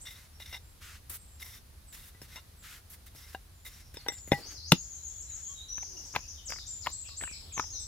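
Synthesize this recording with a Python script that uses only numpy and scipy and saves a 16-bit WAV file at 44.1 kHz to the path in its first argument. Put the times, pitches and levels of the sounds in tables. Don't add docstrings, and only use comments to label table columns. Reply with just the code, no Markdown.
import sys
import numpy as np
from scipy import signal
from scipy.fft import rfft, irfft
from scipy.io import wavfile
from scipy.ndimage import uniform_filter1d

SR = 44100
rng = np.random.default_rng(int(sys.argv[2]) if len(sys.argv) > 2 else 0)


def magnitude_from_level(level_db):
    exponent = np.asarray(level_db, float) / 20
    return 10 ** exponent


def bounce(signal):
    frames = np.transpose(np.atleast_2d(signal))
    limited = np.clip(frames, -1, 1)
    pcm = np.round(limited * 32767).astype(np.int16)
    wavfile.write(sys.argv[1], SR, pcm)


N = 347047
T = np.arange(N) / SR


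def filtered(x, points, power=1):
    hz, db = np.transpose(points)
    f = np.maximum(np.fft.rfftfreq(x.shape[-1], 1 / SR), 1)
    gain = magnitude_from_level(power * np.interp(np.log(f), np.log(hz), db))
    return irfft(rfft(x) * gain, x.shape[-1])


def thin(x, hz):
    return signal.sosfilt(signal.butter(2, hz, "high", fs=SR, output="sos"), x)


def unit(x):
    return x / np.sqrt(np.mean(x ** 2))


def peak(x, db):
    return x * magnitude_from_level(db) / np.max(np.abs(x))


def ring(x, hz, t60):
    pole = np.exp(2j * np.pi * hz / SR - np.log(1000) / (t60 * SR))
    return signal.lfilter([1], [1, -pole], x).imag


def walk(rate):
    k = int(SR / rate)
    held = np.repeat(rng.standard_normal(N // k + 1), k)
    return uniform_filter1d(uniform_filter1d(held, k), k)[:N]


def add(out, s, x, pan_db, lag_s=0.):
    for ch, sign in enumerate((1, -1)):
        i = max(int((s - sign * lag_s / 2) * SR), 0)
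        out[ch, i:i + len(x)] += magnitude_from_level(sign * pan_db / 2) * x[:N - i]


def echoes(x, t60, db, start_s):
    t = T[:SR]
    cloud = rng.standard_normal((2, len(t))) * magnitude_from_level(-60 * t / t60) * np.clip(t / start_s, 0, 1)
    cloud *= magnitude_from_level(db) / np.sqrt(np.sum(cloud ** 2, axis=1, keepdims=True))
    return signal.fftconvolve(np.broadcast_to(x, (2, N)), cloud, axes=1)[:, :N]


# (frequency [Hz], level [dB per Hz])
AIR_COLOUR = [(12, -33.5), (24, -12), (36, -6.5), (79, -2), (125, -16.5), (252, -27), (600, -32),
              (1290, -33.5), (2910, -37), (4190, -34.5), (8010, -39.5), (10300, -34.5), (15300, -40),
              (16600, -57)]
# (time [s], level [dB])
FLAME = [(0.0, -60), (0.33, -60), (0.57, -59.5), (2.741, -60.5), (7.52, -59), (7.87, -56)]
# (frequency [Hz], likeness [0-1])
ALIKE = [(30, 0.96), (80, 0.96), (500, 0.052), (1500, 0.14), (4000, 0.18), (15000, 0.084)]


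def air():
    mid, side = rng.standard_normal((2, N))
    mid = filtered(mid, [(hz, 10 * np.log10(1 + c)) for hz, c in ALIKE])
    side = filtered(side, [(hz, 10 * np.log10(1 - min(c, .99))) for hz, c in ALIKE])
    hush = filtered(np.array([mid + side, mid - side]), AIR_COLOUR)
    hush *= magnitude_from_level(-52) / np.sqrt(np.mean(np.mean(hush, axis=0) ** 2))
    low = filtered(hush, [(110, 4.5), (200, -28.5)])
    s, db = np.transpose(FLAME)
    swell = magnitude_from_level(np.interp(T, s, db) - np.mean(db) + 0.83 * walk(4.5))
    return (hush - low) * magnitude_from_level(0.51 * walk(4.8)) + low * swell


def glides(rows, settle):
    settle_share, sag_db_per_s, slur_ends_db = 0.4, -57.5, -2
    u = np.linspace(0, 1, num=12)
    for s, length, from_hz, to_hz, db in rows:
        if settle:
            path = 1 - np.exp(-u / settle_share)
            fade = sag_db_per_s * length * u
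        else:
            path = (1 - np.cos(np.pi * u)) / 2
            fade = slur_ends_db * (2 * u - 1) ** 2
        hz = from_hz + (to_hz - from_hz) * path / path[-1]
        yield np.transpose([s + length * u, hz, db + fade])


def trill(start_s, spacing_s, db, count):
    return [(start_s + k * spacing_s, db) for k in range(count)]


def whistle(notes, wobble_hz=30):
    out, wobble = np.zeros(N), wobble_hz * walk(150)
    for note in notes:
        s, hz, db = np.transpose(note)
        i, j = int(s[0] * SR), int(s[-1] * SR)
        t = T[i:j]
        glide = uniform_filter1d(np.interp(t, s, hz), size=150) + wobble[i:j] * hz[0] / 7000
        ends = np.clip(np.minimum(t - s[0], s[-1] - t) / 0.00074, 0, 1)
        out[i:j] += ends * magnitude_from_level(np.interp(t, s, db)) * np.sin(2 * np.pi * np.cumsum(glide) / SR)
    return out


# (time [s], length [s], from [Hz], to [Hz], level [dB])
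FAR = [(0.002, 0.0036, 5200, 8260, -42.5), (.01, 0.0057, 7350, 8860, -37.5),
       (.33, 0.033, 5760, 5310, -65.5), (1.17, 0.18, 8480, 7500, -65), (5.87, 0.13, 377, 342, -64),
       (1.865, 0.077, 8070, 6700, -59.5), (2.56, 0.061, 7980, 7200, -65), (3.52, 0.26, 7250, 7130, -68),
       (3.98, 0.036, 4580, 4300, -56), (4.96, 0.078, 4080, 4060, -66), (5.27, 0.067, 3990, 3950, -63.5),
       (5.48, 0.041, 1123, 1145, -65), (5.548, 0.031, 3870, 3830, -52), (5.585, 0.047, 3720, 3890, -49),
       (5.635, 0.14, 3910, 3920, -59), (5.08, 0.11, 3450, 3300, -72), (5.46, 0.074, 3300, 3180, -65),
       (6.03, 0.057, 8300, 7200, -63), (6.08, 0.067, 7160, 7450, -63), (.62, 0.094, 7330, 7660, -73),
       (1.18, .1, 7500, 7200, -70), (7.09, 0.032, 1150, 1113, -66), (5.955, 0.032, 2940, 2800, -61.5),
       (6.205, 0.038, 2460, 2880, -60.5), (7.03, 0.033, 2620, 3435, -60.5), (7.05, 0.02, 2420, 2860, -56.5),
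       (7.23, 0.023, 2920, 2800, -52.5), (7.25, 0.047, 2710, 2282, -55.5), (7.31, 0.022, 2536, 2130, -55.5),
       (7.335, 0.026, 2590, 2210, -59.5), (7.51, 0.0097, 2690, 2270, -58)]
SLURS = [(4.325, 0.036, 5500, 4160, -52.5), (4.415, 0.077, 4400, 6650, -51),
         (4.54, 0.045, 5700, 4060, -49.5), (4.628, 0.067, 4410, 6600, -48.5),
         (5.685, 0.087, 5833, 6180, -44), (6.35, 0.048, 3730, 2955, -59), (6.572, 0.028, 5100, 3570, -49),
         (7.722, 0.051, 4340, 3600, -53.5)]
FLICKS = [(6.661, 0.012, 5620, 7240, -47), (6.81, 0.01, 6770, 5540, -55), (7.058, 0.01, 6650, 5540, -56),
          (7.304, .008, 6590, 5500, -54), (7.523, 0.0128, 7620, 6720, -47)]
SAGS = [(4.085, 0.2, 7910, 6760, -52), (6.675, 0.12, 7570, 6910, -44.5), (7.795, 0.036, 8400, 7570, -49)]
# (time after start [s], pitch [Hz], level [dB])
SLOW = [(0, 7080, -4.5), (.008, 7000, 2.5), (.018, 6844, -1.5), (.035, 6320, 0.5), (.045, 6560, 0.5),
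        (.06, 7600, 0.5), (.066, 8005, -42.5), (.072, 5130, 7.5)]
FAST = [(0, 5050, 0), (.006, 5906, 2.5), (.014, 6600, -2.5), (.022, 6900, -13.5), (.034, 4500, -1)]
HOOK = [(0, 4610, -14.5), (.01, 5460, 3), (.02, 4450, 3), (.036, 3620, -2.5)]
ARCH = [(0, 5600, -4.5), (.013, 7400, 3.5), (.026, 7710, 3.5), (.048, 7830, -2.5), (.075, 7750, -4),
        (.095, 7430, -3), (.112, 7060, 1)]
SWOOP = [(0, 6740, -4), (.022, 6390, -2), (.042, 6084, 0.5), (.062, 5210, -1.5), (.075, 4800, -13)]
DIVE = [(0, 8200, -9.5), (.015, 6900, 0.5), (.04, 4800, 1), (.056, 4600, -9)]
# (time [s], level [dB])
SLOW_AT = [(4.762, -49), (4.896, -50), (5.029, -48.5), (5.158, -48), (5.293, -47.5), (5.427, -47)]
HOOK_AT = [(6.815, -50.5), (7.066, -50.5), (7.317, -50.5)]
ARCH_AT = [(6.91, -48.5), (7.163, -47)]
SWOOP_AT = [(7.535, -42), (7.703, -43)]
DIVE_AT = [(6.453, -43)]
# (time [s], level [dB])
CHORUS = [(4.8, -83.5), (5.1, -71), (5.6, -70), (6.1, -73), (7.001, -73), (7.5, -63), (7.87, -77)]


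def birds():
    fast_at = trill(5.812, .0775, -47.5, count=7)
    repeats = ((SLOW, SLOW_AT), (FAST, fast_at), (HOOK, HOOK_AT),
               (ARCH, ARCH_AT), (SWOOP, SWOOP_AT), (DIVE, DIVE_AT))
    vary = .03
    song = []
    for shape, at in repeats:
        for s, db in at:
            stretch = 1 + vary * rng.standard_normal()
            detune = 1 + vary / 4 * rng.standard_normal()
            song.append(np.multiply(shape, (stretch, detune, 1)) + (s, 0, db))
    song += [*glides(SLURS + FLICKS, False), *glides(SAGS, True)]
    near = whistle(song) * magnitude_from_level(6.5 + 2.7 * walk(120))
    far = whistle(glides(FAR, False), wobble_hz=159) * magnitude_from_level(3 * walk(60))
    out = echoes(near, 0.65, 0.98, 0.025) + echoes(near, 0.1, -4.5, 0.003)
    out = out * magnitude_from_level(np.array([[2.], [-2.]])) + echoes(far, 0.28, 6.7, 0.00072)
    add(out, 0, filtered(near, [(4500, -10), (6300, -6), (7600, -1.5)]), 4.5, 8e-5)
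    s, db = np.transpose(CHORUS)
    for hz in (3220, 3500, 4230):
        band = [(hz / 1.3, -30), (hz / 1.08, -3), (hz * 1.08, -3), (hz * 1.3, -30)]
        voice = unit(filtered(rng.standard_normal((2, N)), band))
        out += voice * magnitude_from_level(np.interp(T, s, db, left=-150) - 2 + 5 * walk(9))
    return out


# (frequency [Hz], level [dB], t60 [s])
BOARD = [(103.7, -6.5, 0.1), (144, 0.5, 0.11), (199.5, 0, 0.1), (285, 5.5, 0.044), (386.4, 12, 0.019),
         (535, 9.5, 0.039)]


def thud(t, contact_s, damping):
    push = np.gradient(t * np.exp(-t / contact_s))
    return sum(magnitude_from_level(db) * ring(push, hz, damping * t60) * 150 / hz for hz, db, t60 in BOARD)


# (frequency [Hz], level [dB], t60 [s])
PIN = [(814, -7.5, 0.16), (1967, -7, 0.17), (2079, -1.5, 0.075), (2800, -10, 0.1), (3582, -1, 0.056),
       (3794, -0.5, 0.046), (5274, -5, 0.072), (5676, -1.5, 0.064), (7500, 2.5, 0.03), (9830, -3.5, 0.03),
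       (12100, -13, 0.013)]
# (time [s], peak level [dB], board level [dB], hardness [dB])
KNOCKS = [(0.041, -52, -20, -20), (1.105, -51, 1, -16), (0.402, -39.5, -30, -3), (0.529, -35.5, -24, -11),
          (0.547, -45.5, -35, -42), (0.565, -44, -34, -15), (1.42, -67, -27, -8), (1.935, -65.5, -16, 6),
          (2.148, -51.5, 1, -30), (2.217, -35.5, -3, 1), (2.359, -34.5, -39, -3), (3.149, -44, -2, 4),
          (3.664, -60, -10, 6), (3.943, -42, -1, -5.5), (3.97, -28.5, -31, -16), (4.063, -38, -34, -51),
          (4.085, -14.5, -53, -13), (4.1, -34, -30, -40), (4.121, -35.5, -9, -11.5), (4.276, -47, 8.5, -38),
          (4.3137, -40, -5, -30), (4.3184, -11.5, 2, -31)]
BOUNCE = [(4.331, -22, -5, -33)]
# (time [s], one per knock)
PLACED_S = (4.063, 4.085, 4.3185, 4.331)
# (level [dB], one per knock)
PLACED_WAKE = [(-13, -12, -8.5, 0), (-2, 1, -5.5, 11), (-14, 10.5, -4.5, 8), (-8, -13, -9, -4),
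               (-5, 11, 1, -13), (-3, 6, -7, -3), (-3, -19, -3, -7), (-3, 17.5, -4, -10),
               (-6, -20, -16, -8), (-6, 6.5, -5, -4), (-6, -0.5, -4, -4)]
# (level [dB], one per knock)
PLACED_CLACK = (6, -11.5, -2.5, -4)
# (frequency [Hz], level [dB], t60 [s])
RIM = [(775, 1, 0.072), (980, 1.5, 0.024), (1620, 6.5, 0.025), (2000, -12, 0.1), (2800, 3.5, 0.03),
       (3740, -4.5, 0.051)]


def knocks():
    out, t = np.zeros((2, N)), T[:SR // 4]
    chance = rng.standard_normal((len(KNOCKS) + 1, len(PIN)))
    hit = np.exp(-t / 0.000092)
    placed = dict(zip(PLACED_S, zip(np.transpose(PLACED_WAKE), PLACED_CLACK)))
    for (s, db, board_db, hard_db), place in zip(KNOCKS + BOUNCE, chance):
        wake_db, clack_db = 8.9 * place, -6
        for at, known in placed.items():
            if abs(at - s) < 4 / 1000:
                wake_db, clack_db = known
                break
        pin = np.zeros(len(t))
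        for (hz, mode_db, t60), c, w in zip(PIN, place, wake_db):
            tilt_db = (hard_db + 22.5) * np.log2(hz / 1500) * 0.42
            pin += magnitude_from_level(mode_db + w + tilt_db) * ring(hit, hz * (1 + 0.0037 * c), 0.83 * t60)
        jolt = rng.standard_normal(len(t)) * np.exp(-t / 0.002)
        clack = ring(jolt, 525, 0.0081) + 0.16 * ring(jolt, 936, 0.033)
        clack += 0.3 * ring(jolt, 1580, 0.021) + .5 * ring(jolt, 2450, 0.0077)
        wood = thin(peak(pin, db) + peak(clack, db + clack_db), 300)
        add(out, s, wood + peak(jolt, db + hard_db - 4.0), 3.6, 7e-5)
        add(out, s + 0.00091, -peak(thud(t, 0.0004, 0.88), db + board_db), 2.5)
    rim_s, rim_db = 3.348, -24
    crack = rng.standard_normal(len(t)) * np.exp(-t / 0.0051)
    rim = sum(magnitude_from_level(db) * ring(hit, hz, min(t60, .055)) for hz, db, t60 in RIM)
    add(out, rim_s, peak(rim, rim_db) + peak(crack, rim_db - 14), 3.2, 5e-5)
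    return out


ROLL_EDGE, WIPE_EDGE = .04, .1


def stroke(s, length, change_db, edge_share):
    nearest_end = np.minimum(T - s, (s + 1.166 * length - T) / 3.8)
    edge = np.clip(nearest_end / (0.0021 + edge_share * length), 0, 1)
    return edge, edge * magnitude_from_level(change_db * np.clip((T - s) / length - .5, -.5, .5))


# (time [s], length [s], flour hiss level [dB], pressure change [dB], pin rattle level [dB])
ROLLS = [(0.05, 0.052, -57, 1, -48), (0.1, 0.16, -64.5, -24, -58.5), (0.396, 0.037, -55, 3, -45),
         (0.432, 0.033, -67, 0, -53), (0.457, 0.036, -66, 0, -45), (0.491, 0.034, -56, 4, -52),
         (0.524, 0.05, -57, -1, -42.5), (1.397, 0.038, -48.5, 11.5, -45.5), (1.44, 0.14, -53, -11, -55.5),
         (1.924, 0.03, -51, 0, -51), (1.941, 0.15, -57, 1, -59), (2.215, 0.053, -61, -21, -60),
         (2.278, 0.093, -66, 16, -52.5), (2.357, 0.047, -76, -12, -46.5), (2.93, 0.023, -75, 0, -59),
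         (3.062, 0.03, -70, -8, -60), (3.149, 0.2, -61.5, -10, -60.5), (3.328, 0.017, -75, 0, -61),
         (3.647, 0.038, -46, 6, -45.5), (3.683, 0.13, -64, -1, -60.5), (3.938, 0.017, -53, -3.5, -57),
         (3.952, 0.13, -83, -13, -58.5), (4.121, .035, -67, 0, -50.5), (4.165, 0.027, -76, 10, -65)]
# (time [s],
# length [s], flour hiss level [dB], pressure change [dB], scrape level [dB])
WIPES = [(0.804, 0.18, -62.5, -7, -53.5), (1.095, 0.029, -41.5, -19.5, -60), (1.108, 0.061, -42, 12, -58.5),
         (2.619, 0.17, -56.5, 3.5, -53.5), (2.896, 0.067, -50, -9, -72), (3.059, 0.022, -54.5, -5, -72),
         (4.27, 0.029, -52, 2, -63), (4.318, 0.015, -41.5, -3.5, -41), (4.333, 0.026, -50, -5, -56),
         (4.081, 0.011, -38, -6, -53), (4.12, .02, -57, -6.5, -77), (4.713, 0.0052, -33, -0.5, -76),
         (4.339, .23, -73, -4, -59), (4.499, 0.039, -61, 12.5, -58.5), (5.283, 0.14, -93, 12, -64)]
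# (frequency [Hz], level [dB per Hz])
RUB = [(240, -7), (450, -16.5), (789, -43.5), (865, -10), (1710, -1.5), (3470, -9.5), (11900, -2.5),
       (16000, -11)]
PALM = [(700, -30.5), (1000, -12.5), (1300, -0.5), (2000, -1.5), (2700, -3.5), (4000, -6.5), (7000, -9.5),
        (15000, -23)]


def strokes():
    level, fine, pin, palm = np.zeros((4, N))
    for s, length, hiss_db, change_db, pin_db in ROLLS:
        edge, pressure = stroke(s, length, change_db, ROLL_EDGE)
        fine += pressure * magnitude_from_level(hiss_db)
        level += edge * magnitude_from_level(-60 + 0.26 * (pin_db + 54.5))
        pin += pressure * magnitude_from_level(pin_db)
    for s, length, hiss_db, change_db, scrape_db in WIPES:
        edge, pressure = stroke(s, length, change_db, WIPE_EDGE)
        fine += pressure * magnitude_from_level(hiss_db)
        palm += np.sqrt(edge * pressure) * magnitude_from_level(scrape_db)
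    grains = rng.standard_normal((3, N)) * magnitude_from_level(0.78 * rng.exponential(size=(3, N)))
    grit = grains[0] + 0.55 * grains[1:]
    spray = grains[0] + 3.3 * grains[1:]
    skin = palm * magnitude_from_level(1.6 * walk(70)) * unit(filtered(grit, PALM))
    tone = [(60, -30), (200, -7), (2600, -2), (4000, 0.5), (10000, -11.5)]
    scrape = unit(filtered(filtered(grit, RUB), tone))
    hiss = unit(filtered(spray, [(5000, -11.0), (9500, -2.0), (12000, 3.0), (15500, -2.5)]))
    hops = magnitude_from_level(6 * walk(160) + walk(35))
    shaken = np.zeros(N)
    for hz, db, t60 in PIN[1:8]:
        clatter = unit(hops * magnitude_from_level(3.9 * walk(29.95)) * rng.standard_normal(N))
        mode = ring(pin * clatter, hz, .6 * min(t60, .06))
        shaken += magnitude_from_level(db - 2.7 * np.log2(hz / 2000)) * mode / np.sqrt(t60)
    out = level * magnitude_from_level(2.2 * walk(60)) * scrape + skin + fine * magnitude_from_level(1.4 * walk(55)) * hiss
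    out = out * magnitude_from_level(np.array([[.3], [-.3]]))
    add(out, 0, magnitude_from_level(-35.5) * shaken, 1.5, 5e-5)
    return out


def pressing(rows, edge_share):
    return sum(stroke(s, length, change_db, edge_share)[1] * magnitude_from_level(db) for s, length, db, change_db in rows)


# (time [s], length [s], level [dB], change [dB])
BARE = [(0.527, 0.048, -56.5, -4), (1.46, 0.058, -70, -2), (2.362, 0.037, -55, -4)]
SING = [(1.387, 0.19, -64, -3), (2.9, 0.057, -74, 0), (3.15, 0.17, -68, -3), (3.653, 0.26, -66.5, -5),
        (4.178, .035, -62, 0)]
SHUFFLES = [(4.352, 0.25, -59, -7), (5.9, 0.25, -67, 0), (7.39, .15, -65.5, -5), (7.623, 0.27, -66, 3.5)]
# (frequency [Hz], level [dB], t60 [s])
BARE_MODES = [(990, -2.5, 0.025), (1390, -7.5, 0.028), (2800, -2.5, 0.037)]


def bare():
    out, grit = np.zeros((2, N)), rng.standard_normal((3, N))
    board = sum(magnitude_from_level(db) * unit(ring(grit[0], hz, t60)) for hz, db, t60 in BARE_MODES)
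    add(out, 0, board * pressing(BARE, ROLL_EDGE) * magnitude_from_level(1.9 * walk(90)), 2.5, 5e-5)
    singing = sum(unit(ring(grit[1] * magnitude_from_level(5 * walk(60)), hz, .012)) for hz, db, t60 in PIN[6:8])
    add(out, 0, singing * pressing(SING, ROLL_EDGE), 1.5, 5e-5)
    dull = [(120, -20), (250, 1.5), (500, -4.5), (900, -6.5), (1600, -20)]
    cloth = unit(filtered(grit[0] + 0.73 * grit[1:], dull))
    return out + pressing(SHUFFLES, WIPE_EDGE) * magnitude_from_level(5.5 * walk(45)) * cloth


# (time [s], peak level [dB], board level [dB])
SMACK_AT = [(4.718, 1, -12.5)]
# (frequency [Hz], level [dB], t60 [s])
CUP = [(600, -13.5, 0.017), (760, -19, 0.0036), (932, -10, 0.017), (1150, -19, 0.007), (1390, -5, 0.0072),
       (1710, -16, 0.0051), (2090, -14, 0.0098), (2820, -1.5, .009), (3580, -3.5, .009),
       (4110, -9.5, 0.0085), (5200, -7, .006), (6100, -13.5, 0.0018), (7200, -8.5, .004),
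       (9050, -9, 0.0016), (11300, -17.5, 0.0018)]
BOOM = [(168, -3, 0.03), (261, -10.5, 0.028), (342, -16.5, 0.035), (483, -18.5, 0.027), (583, -21, 0.013)]


def smack():
    out, t = np.zeros((2, N)), T[:SR // 4]
    for s, db, board_db in SMACK_AT:
        burst = ring(rng.standard_normal(len(t)), 8000, 0.00051) * t ** 2 * np.exp(-t / 0.0015)
        fingers = 0.18 * np.exp(-((t - .0006) / .00006) ** 2)
        land = fingers + np.exp(-((t - .0021) / .00004) ** 2)
        cup = np.zeros(len(t))
        for k, (hz, mode_db, t60) in enumerate(CUP):
            swell = ring(ring(land, hz, t60), hz, .4 * t60)
            cup += (-1) ** k * magnitude_from_level(mode_db) * peak(swell, 0)
        tail = ring(rng.standard_normal(len(t)), 3300.5, 2.2 / 1499)
        tail = tail * np.exp(-t / .011) * np.clip(t / 0.0034, 0, 1)
        crack = peak(peak(cup, 0) + peak(burst, -9.5), db)
        add(out, s, crack + peak(tail, db - 23), 4.5, 7e-5)
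        push = np.gradient(t * np.exp(-t / 0.00032))
        boom = sum(magnitude_from_level(d) * peak(ring(ring(push, hz, t60), hz, t60), 0) for hz, d, t60 in BOOM)
        add(out, s + 0.0025, -peak(boom, db + board_db), 2.8)
    return out


# (time [s], peak level [dB], pop pitch [Hz], thud level [dB], brightness [dB])
SLAPS = [(5.78, -33, 1700, -12, -1), (5.829, -38, 853, -28, -10.5), (6.139, -39, 1110, -9, -15.5),
         (6.149, -32.5, 1230, -16, -15), (6.154, -28, 1726, -30, -2), (6.161, -15.5, 1020, -12, -9.5),
         (6.184, -55, 750, -18, -15), (6.19, -51, 2620, 4.5, 4), (6.495, -39, 560, -20, -7.5),
         (6.503, -33, 1530, -12, 16), (6.521, -27, 1790, -39, -4), (6.534, -36.5, 1420, -20, -5),
         (6.56, -41, 2130, -20, -11), (6.585, -39.5, 2020, -15, -0.5), (6.845, -50, 1040, -11, 12.5),
         (6.862, -26, 1970, -30, -2.5), (6.869, -16, 1080, -24, -8.5), (6.9, -52.5, 1000, 4, 23.5),
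         (7.088, -46.5, 1230, -8, -5.5), (7.208, -40, 1530, -15, -4), (7.222, -36.5, 675, -8, -7),
         (7.212, -30.5, 1850, -18, -1), (7.236, -27.5, 1612, -12, 0), (7.275, -37.5, 2420, -34, -18),
         (7.313, -46.5, 2254, 0.5, -8), (7.577, -21.5, 1116, -11.5, -5), (7.595, -15.5, 1470, -14, -14),
         (7.628, -56, 950, -24, -10), (7.639, -43, 930, -30, -9)]


def slaps():
    out, t = np.zeros((2, N)), T[:SR // 4]
    lead_s = .01
    late = np.maximum(t - lead_s, 0)
    for s, db, hz, thud_db, bright_db in SLAPS:
        crack_db = -46 + 0.4 * (db + 28.0) + 0.58 * bright_db
        ragged = np.repeat(rng.standard_normal(len(t) // 64 + 1), 64)[:len(t)]
        flap = 4e-5 * np.exp(-np.abs(t - lead_s) / 0.017) * magnitude_from_level(5.8 * ragged)
        squeeze = rng.standard_normal(len(t)) * (late * np.exp(-late / 0.0014) + flap)
        pop = ring(squeeze, hz, 9 / hz)
        crackle = filtered(squeeze, [(150, -7.0), (400, -22.5), (1300, 6.5), (2200, bright_db + 16.5),
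                                     (4200, bright_db + 3.5), (7000, bright_db - 13.0)])
        crack = filtered(squeeze, [(4000, -47.0), (7500, -6), (11000, 1.0), (16000, -8)])
        slap = peak(pop, db - 3.5) + peak(crackle, db - 0.5) + peak(crack, crack_db)
        add(out, s - lead_s, thin(slap, 200)[:len(t) // 2], 4.4, 8e-5)
        add(out, s, peak(thud(t, 0.00063, 0.55), db + thud_db), 2.6)
    return out


def stones(near):
    colour = [(200, -10.5), (1000, -15.0), (2200, -10.0), (3400, -6.0), (5500, 2.0), (10000, -5.5)]
    return echoes(filtered(np.mean(near, axis=0), colour), 0.13, -7.5, 0.0043)


def scene():
    near = strokes() + knocks() + slaps() + smack() + bare()
    return near + stones(near) + birds() + air()


def top_cut(x):
    return signal.sosfilt(signal.butter(12, 15850, fs=SR, output="sos"), x)


def record(dry):
    top = signal.ellip(8, .2, 50, 15850, fs=SR, output="sos")
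    cut = signal.sosfilt(top, thin(dry, 20))
    return top_cut(np.clip(cut, -1, 1))


dry = scene()
out = record(dry)
bounce(out)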